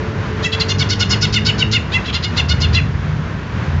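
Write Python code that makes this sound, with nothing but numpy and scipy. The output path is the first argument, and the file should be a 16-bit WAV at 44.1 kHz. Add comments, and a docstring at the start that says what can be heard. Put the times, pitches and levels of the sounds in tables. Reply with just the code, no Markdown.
"""Traffic rumbles from the start, with tyre noise, an engine's drone and faint distant tones.
At 0.4 s a small caged bird, close by, begins the first of two runs of quick chirps. Each run begins
with a clean chirp; the others open as a rasp and clear. Their harmonics arch in pitch while a throat
resonance slides down, and nearby walls add a short echo. Near 2 s the engine fades and the second run
begins. The rumble and a deeper engine swell under its last notes; after 2.8 s only traffic remains."""
import sys
import numpy as np
from scipy import signal
from scipy.fft import rfft, irfft
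from scipy.io import wavfile
from scipy.ndimage import map_coordinates

SR = 44100
rng = np.random.default_rng(int(sys.argv[2]) if len(sys.argv) > 2 else 0)


def put_to_file(sound):
    """Save the sound as 16-bit audio at rate SR, in the file named by the first command-line argument."""
    columns = np.atleast_2d(sound).T  # one column per channel
    safe = np.clip(columns, -1, 1)
    whole_steps = np.round(safe * 32767)
    wavfile.write(sys.argv[1], SR, whole_steps.astype(np.int16))


N = 167580

# Spectrum of the street noise. Each row: frequency in Hz, relative density in dB.
STREET_SPECTRUM = [(15, -80), (25, -43.5), (35, -27.5), (50, -5.5), (70, 0), (102, 1), (150, -1.5),
                   (230, -11), (278, -15), (306, -17), (428, -18.5), (506, -22), (627, -23), (796, -25),
                   (1030, -20.5), (1170, -23.5), (1630, -22.5), (2170, -28), (6500, -45.5), (7500, -52.5),
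                   (9750, -77.5), (16500, -120)]
# Swell of the road's rumble. Each row: time in seconds, gain in dB.
RUMBLE_GAIN = [(0, -2.5), (.35, -2), (.72, -5.5), (1.0, -0.5), (1.4, -1), (1.75, -2.5), (1.95, -1),
               (2.33, -2.5), (2.52, 3.5), (2.85, 6), (3.02, 0), (3.2, 3.5), (3.42, -2), (3.6, 0), (3.8, 0)]
# Swell of the tyre noise. Each row: time in seconds, gain in dB.
TYRE_GAIN = [(0, 2.5), (.6, 3.5), (1.3, 1.5), (2.0, 2.5), (3.8, 1.5)]
# Course of the first engine. Each row: time in seconds, firing rate in Hz, level in dB.
ENGINE_COURSE = [(0, 92.81, -29.5), (.5, 95.82, -25.5), (.75, 99.02, -20.5), (1.05, 100.5, -20),
                 (1.45, 105.7, -19), (1.75, 108.7, -20), (2.0, 106.3, -33), (2.3, 101.7, -43),
                 (3.8, 99.3, -62)]
# Its partials. Each row: multiple of the firing rate, relative level in dB.
ENGINE_PARTIALS = [(1, 2.5), (2, -5.5), (2.5, -19.5), (3, -16), (4, -15.5), (4.5, -18.5)]
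# Course of the deeper engine. Each row: time in seconds, firing rate in Hz, level in dB.
DEEP_ENGINE_COURSE = [(0, 79.72, -39.5), (2.3, 79.96, -30), (2.55, 81.47, -20), (2.75, 81.1, -22),
                      (3.0, 77.2, -38), (3.4, 81.6, -35.5), (3.8, 83.4, -16.5)]
# Faint tones that die away. Each row: frequency in Hz, starting level in dB.
FADING_TONES = [(351.5, -33.5), (440.8, -32.5), (572.9, -37)]
# A distant whine. Each row: time in seconds, frequency in Hz, level in dB.
WHINE_COURSE = [(0, 420, -47), (.35, 433.3, -32.5), (.62, 443, -28.5), (.74, 446, -39), (.95, 456, -41),
                (1.1, 461, -49), (3.8, 414, -57.5)]
# A hum that comes and goes. Each row: time in seconds, frequency in Hz, level in dB.
HUM_COURSE = [(0, 147, -73), (.6, 145, -38), (.8, 144.6, -21), (1.0, 149, -38.5), (1.35, 155.1, -29.5),
              (2.2, 147.3, -35), (3.2, 148.6, -24), (3.4, 143.5, -50), (3.8, 146.6, -26)]
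# The bird's chirps. Each row: start in seconds, length in seconds, top pitch in Hz, final droop as a
# share of that pitch, level in dB, first and last throat resonance in Hz, share of the length before
# the resonance slides, rasp strength in dB, treble leak in dB, share of the length before the fade.
CHIRP_NOTES = [(0.422, 0.069, 669, 0.12, -20, 3930, 1420, 0.26, -18, -13.5, 0.7),
               (0.515, 0.048, 677, 0.02, -20, 3850, 3400.0, 0.3, -5, -28, 0.77),
               (0.593, 0.047, 697.0, 0.29, -18.1, 4660.0, 3320.0, 0.14, -2, -25, 0.62),
               (0.68, 0.049, 715, 0.05, -20, 5150, 3200, 0.32, -3.5, -19.5, 0.88),
               (0.78, 0.059, 744, 0.25, -19.5, 5270.0, 3150, 0.28, 0.5, -27.5, 0.84),
               (0.886, 0.067, 744, 0.38, -20, 5180.0, 3280.0, 0.27, 3.5, -30, 0.75),
               (0.991, 0.056, 732, 0.25, -17, 5370, 3020.0, 0.23, -1, -28, 0.73),
               (1.091, 0.063, 732, 0.17, -17, 5520, 2710.0, 0.41, -1, -38, 0.85),
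               (1.208, 0.058, 741.0, 0.23, -17, 5400, 3240.0, 0.2, 1, -30, 0.82),
               (1.322, 0.071, 727, 0.24, -16, 4900, 2080, 0.31, 6.5, -26, 0.81),
               (1.446, 0.07, 759, 0.32, -16.3, 4920, 2430, 0.31, 2.5, -24, 0.78),
               (1.577, 0.059, 767.4, 0.18, -16, 5070, 2690.0, 0.3, -0.5, -27, 0.89),
               (1.71, 0.075, 723, 0.23, -16, 5150, 2110.0, 0.21, 3, -23.5, 0.78),
               (1.915, 0.079, 684.0, 0.27, -18, 3880, 1670, 0.25, -26, -30.5, 0.68),
               (2.04, 0.071, 680, 0.4, -27, 3930.0, 3100, 0.5, 2, -29, 0.9),
               (2.124, 0.066, 707.5, 0.23, -21.5, 4210.0, 3400, 0.3, 3.5, -37, 0.64),
               (2.222, 0.067, 723, 0.05, -23.5, 4380, 1595, 0.43, 2.5, -34, 0.38),
               (2.36, 0.056, 720, 0.2, -17, 4570, 2510.0, 0.24, 0.5, -21.5, 0.8),
               (2.482, 0.055, 728, 0.04, -19, 5200, 3340, 0.14, -2.5, -38, 0.85),
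               (2.599, 0.067, 722, 0.2, -20, 5270, 2700, 0.18, -2, -33, 0.79),
               (2.727, 0.081, 689, 0.28, -17.0, 4550, 2030, 0.24, -5, -36, 0.68)]
# Vocal effort through a chirp. Each row: share of its length, relative level in dB.
VOCAL_EFFORT = [(0, -15), (.18, -7), (.32, 1.2), (.6, 2), (.82, 2)]
# Constant colour of the voice. Each row: frequency in Hz, gain in dB.
VOICE_COLOUR = [(700, -32), (1100, -23.5), (1480, 10), (2150, 6.4), (2500, 6), (2850, 6.5), (3150, 4),
                (3500, -2.5), (4300, -2.2), (5100, -2.5), (6100, -4.5), (7100, -1.5), (8000, -19)]


def undb(db):
    """Amplitude grows tenfold with every 20 dB."""
    return 10 ** (np.asarray(db) / 20)


def unit(x):
    """Normalisation brings a signal to an rms of 1."""
    return x / np.sqrt(np.mean(x ** 2) + 1e-18)


def colour(hz, points):
    """A response curve joins (Hz, dB) points over log frequency to give the gain at hz."""
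    f, db = np.array(points, float).T
    return undb(np.interp(np.log(np.maximum(hz, 1)), np.log(f), db))


def walk(rate, size=N):
    """Interpolated noise drifts with a spread near 1, changing rate times a second."""
    at = np.arange(size) * rate / SR
    return map_coordinates(rng.standard_normal(size), [at], order=3, mode="mirror")


def street(level_db=-20.5, crossover_hz=223, flicker_db=1.5):
    """Traffic noise is broadband: its low band swells as road rumble, its high band wavers as tyres."""
    t, hz = np.arange(N) / SR, np.fft.rfftfreq(N, 1 / SR)
    noise = irfft(rfft(rng.standard_normal(N)) * colour(hz, STREET_SPECTRUM), N)
    spectrum = rfft(unit(noise))
    low = 1 / (1 + (hz / crossover_hz) ** 4)
    rumble = irfft(spectrum * low, N) * undb(np.interp(t, *np.array(RUMBLE_GAIN).T))
    tyre_db = np.interp(t, *np.array(TYRE_GAIN).T) + flicker_db * walk(14)
    tyres = irfft(spectrum * (1 - low), N) * undb(tyre_db)
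    return undb(level_db) * (rumble + tyres)


def drone(course, wobble, orders=((1, 0),), flutter_db=2):
    """A nearly periodic source sounds at multiples of its slightly unsteady rate."""
    t = np.arange(N) / SR
    at, hz, db = np.array(course, float).T
    rate = np.interp(t, at, hz) * (1 + wobble * walk(20))
    phase = 2 * np.pi * np.cumsum(rate) / SR
    partials = sum(undb(order_db + flutter_db * walk(9.9)) * np.sin(k * phase + rng.uniform(0, 2 * np.pi))
                   for k, order_db in orders)
    return unit(partials) * undb(np.interp(t, at, db))


def engines():
    """Firing rate sets the pitch of two engines; the deeper sounds only its fundamental."""
    first = drone(ENGINE_COURSE, wobble=.0099, orders=ENGINE_PARTIALS)
    return first + drone(DEEP_ENGINE_COURSE, wobble=.025)


def far_tones(fade_db_per_s=19.5):
    """Single wavering partials carry from further down the street as hums and whines."""
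    fading = sum(drone([(0, hz, db), (2, hz, db - 2 * fade_db_per_s)], wobble=.0065)
                 for hz, db in FADING_TONES)
    hum = drone(HUM_COURSE, wobble=.02, flutter_db=1.5)
    whine = drone(WHINE_COURSE, wobble=.006, flutter_db=0)
    return fading + hum + whine


def after(progress, share):
    """A linear ramp rises from 0 at a share of the chirp to 1 at its end."""
    return np.clip((progress - share) / (1 - share), 0, 1)


def throat(hz, centre, treble_db, bass_db=-20, relative_half_width=.17):
    """A resonance favours frequencies near its centre; some bass and treble leak past it."""
    detune = np.log(np.maximum(hz, 1) / centre) / relative_half_width
    leak = undb(bass_db + (treble_db - bass_db) * (1 + np.tanh(detune)) / 2)
    return (1 / (1 + detune ** 2) + leak) * colour(hz, VOICE_COLOUR)


def chirp(length, top_hz, droop, db, start_hz, end_hz, hold, rasp_db, treble_db, fade_at):
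    """Source and filter: a falling resonance shapes arching harmonics; any opening rasp soon clears."""
    size, arch_top, fade_db, edge_s = 6000, .55, 25.5, .0051
    t = np.arange(size) / SR
    progress = np.minimum(t / length, 1)
    rasp = undb(rasp_db) / (1 + (progress / .36) ** 6)  # halved 36% of the way through
    rise = .19 * np.maximum(1 - progress / arch_top, 0) ** 2
    fall = droop * after(progress, arch_top) ** 2.26
    jitter = (.004 + .03 * rasp) * walk(727, size)
    pitch = top_hz * (1 - rise - fall) * (1 + jitter)
    phase = 2 * np.pi * np.cumsum(pitch) / SR
    centre = start_hz * (end_hz / start_hz) ** after(progress, hold)
    tone, air = np.zeros((2, size))
    for k in range(1, 14):
        shimmer = undb(3 * walk(137.6, size))
        harmonic = np.sin(k * phase + rng.uniform(0, 2 * np.pi))
        tone += throat(k * pitch, centre, treble_db) * shimmer * harmonic
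    for hz in range(1200, 8400, 400):  # noise bands, resonating a little lower than the tone
        band = walk(616, size) * np.sin(2 * np.pi * (hz * t + rng.random()))
        low_cut = 1 / (1 + (2600 / hz) ** 4)
        air += throat(hz, .89 * centre, treble_db) * low_cut * band
    air *= rasp * undb(-4) + undb(-10)  # some breath outlasts the rasp
    effort = undb(np.interp(progress, *np.array(VOCAL_EFFORT).T) - fade_db * after(progress, fade_at))
    edges = np.clip(t / edge_s, 0, 1) * np.clip((length - t) / edge_s + 1, 0, 1)
    return unit(effort * edges * (tone + air)) * undb(db) * np.sqrt(length * SR / size)


def wall_echo(direct, level_db=-9.5, t60_s=.26, delay_s=.0027, waver_s=.00006):
    """Nearby walls reflect; a slight waver in the echo's delay smears its ringing into a diffuse tail."""
    t = np.arange(SR // 2) / SR
    tail = rng.standard_normal(len(t)) * np.exp(-np.log(1000) * t / t60_s) * (t > delay_s)
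    echo = signal.fftconvolve(direct, undb(level_db) * tail / np.linalg.norm(tail))
    waver = waver_s * SR * walk(60, len(echo))
    echo = map_coordinates(echo, [np.arange(len(echo)) + waver])
    return echo + np.pad(direct, (0, len(echo) - len(direct)))


def bird():
    """Two runs of chirps overlap with their own echoes by superposition."""
    song = np.zeros(N)
    for start, *note in CHIRP_NOTES:
        sound = wall_echo(chirp(*note))
        i = int(start * SR)
        song[i:i + len(sound)] += sound[:N - i]
    return song


def scene():
    """The pressures of traffic and bird add in one channel."""
    return (street() + engines() + far_tones() + bird())[None]


def record(dry, ceiling=.95, cutoff_hz=7400):
    """Saturation rounds the highest peaks; two low-pass filters soften the top, then cut it steeply."""
    rounded = dry / (1 + (dry / ceiling) ** 4) ** .25
    soft = signal.sosfilt(signal.butter(8, cutoff_hz, fs=SR, output="sos"), rounded)
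    return signal.sosfilt(signal.cheby1(10, .1, cutoff_hz, fs=SR, output="sos"), soft)


dry = scene()
out = record(dry)
put_to_file(out)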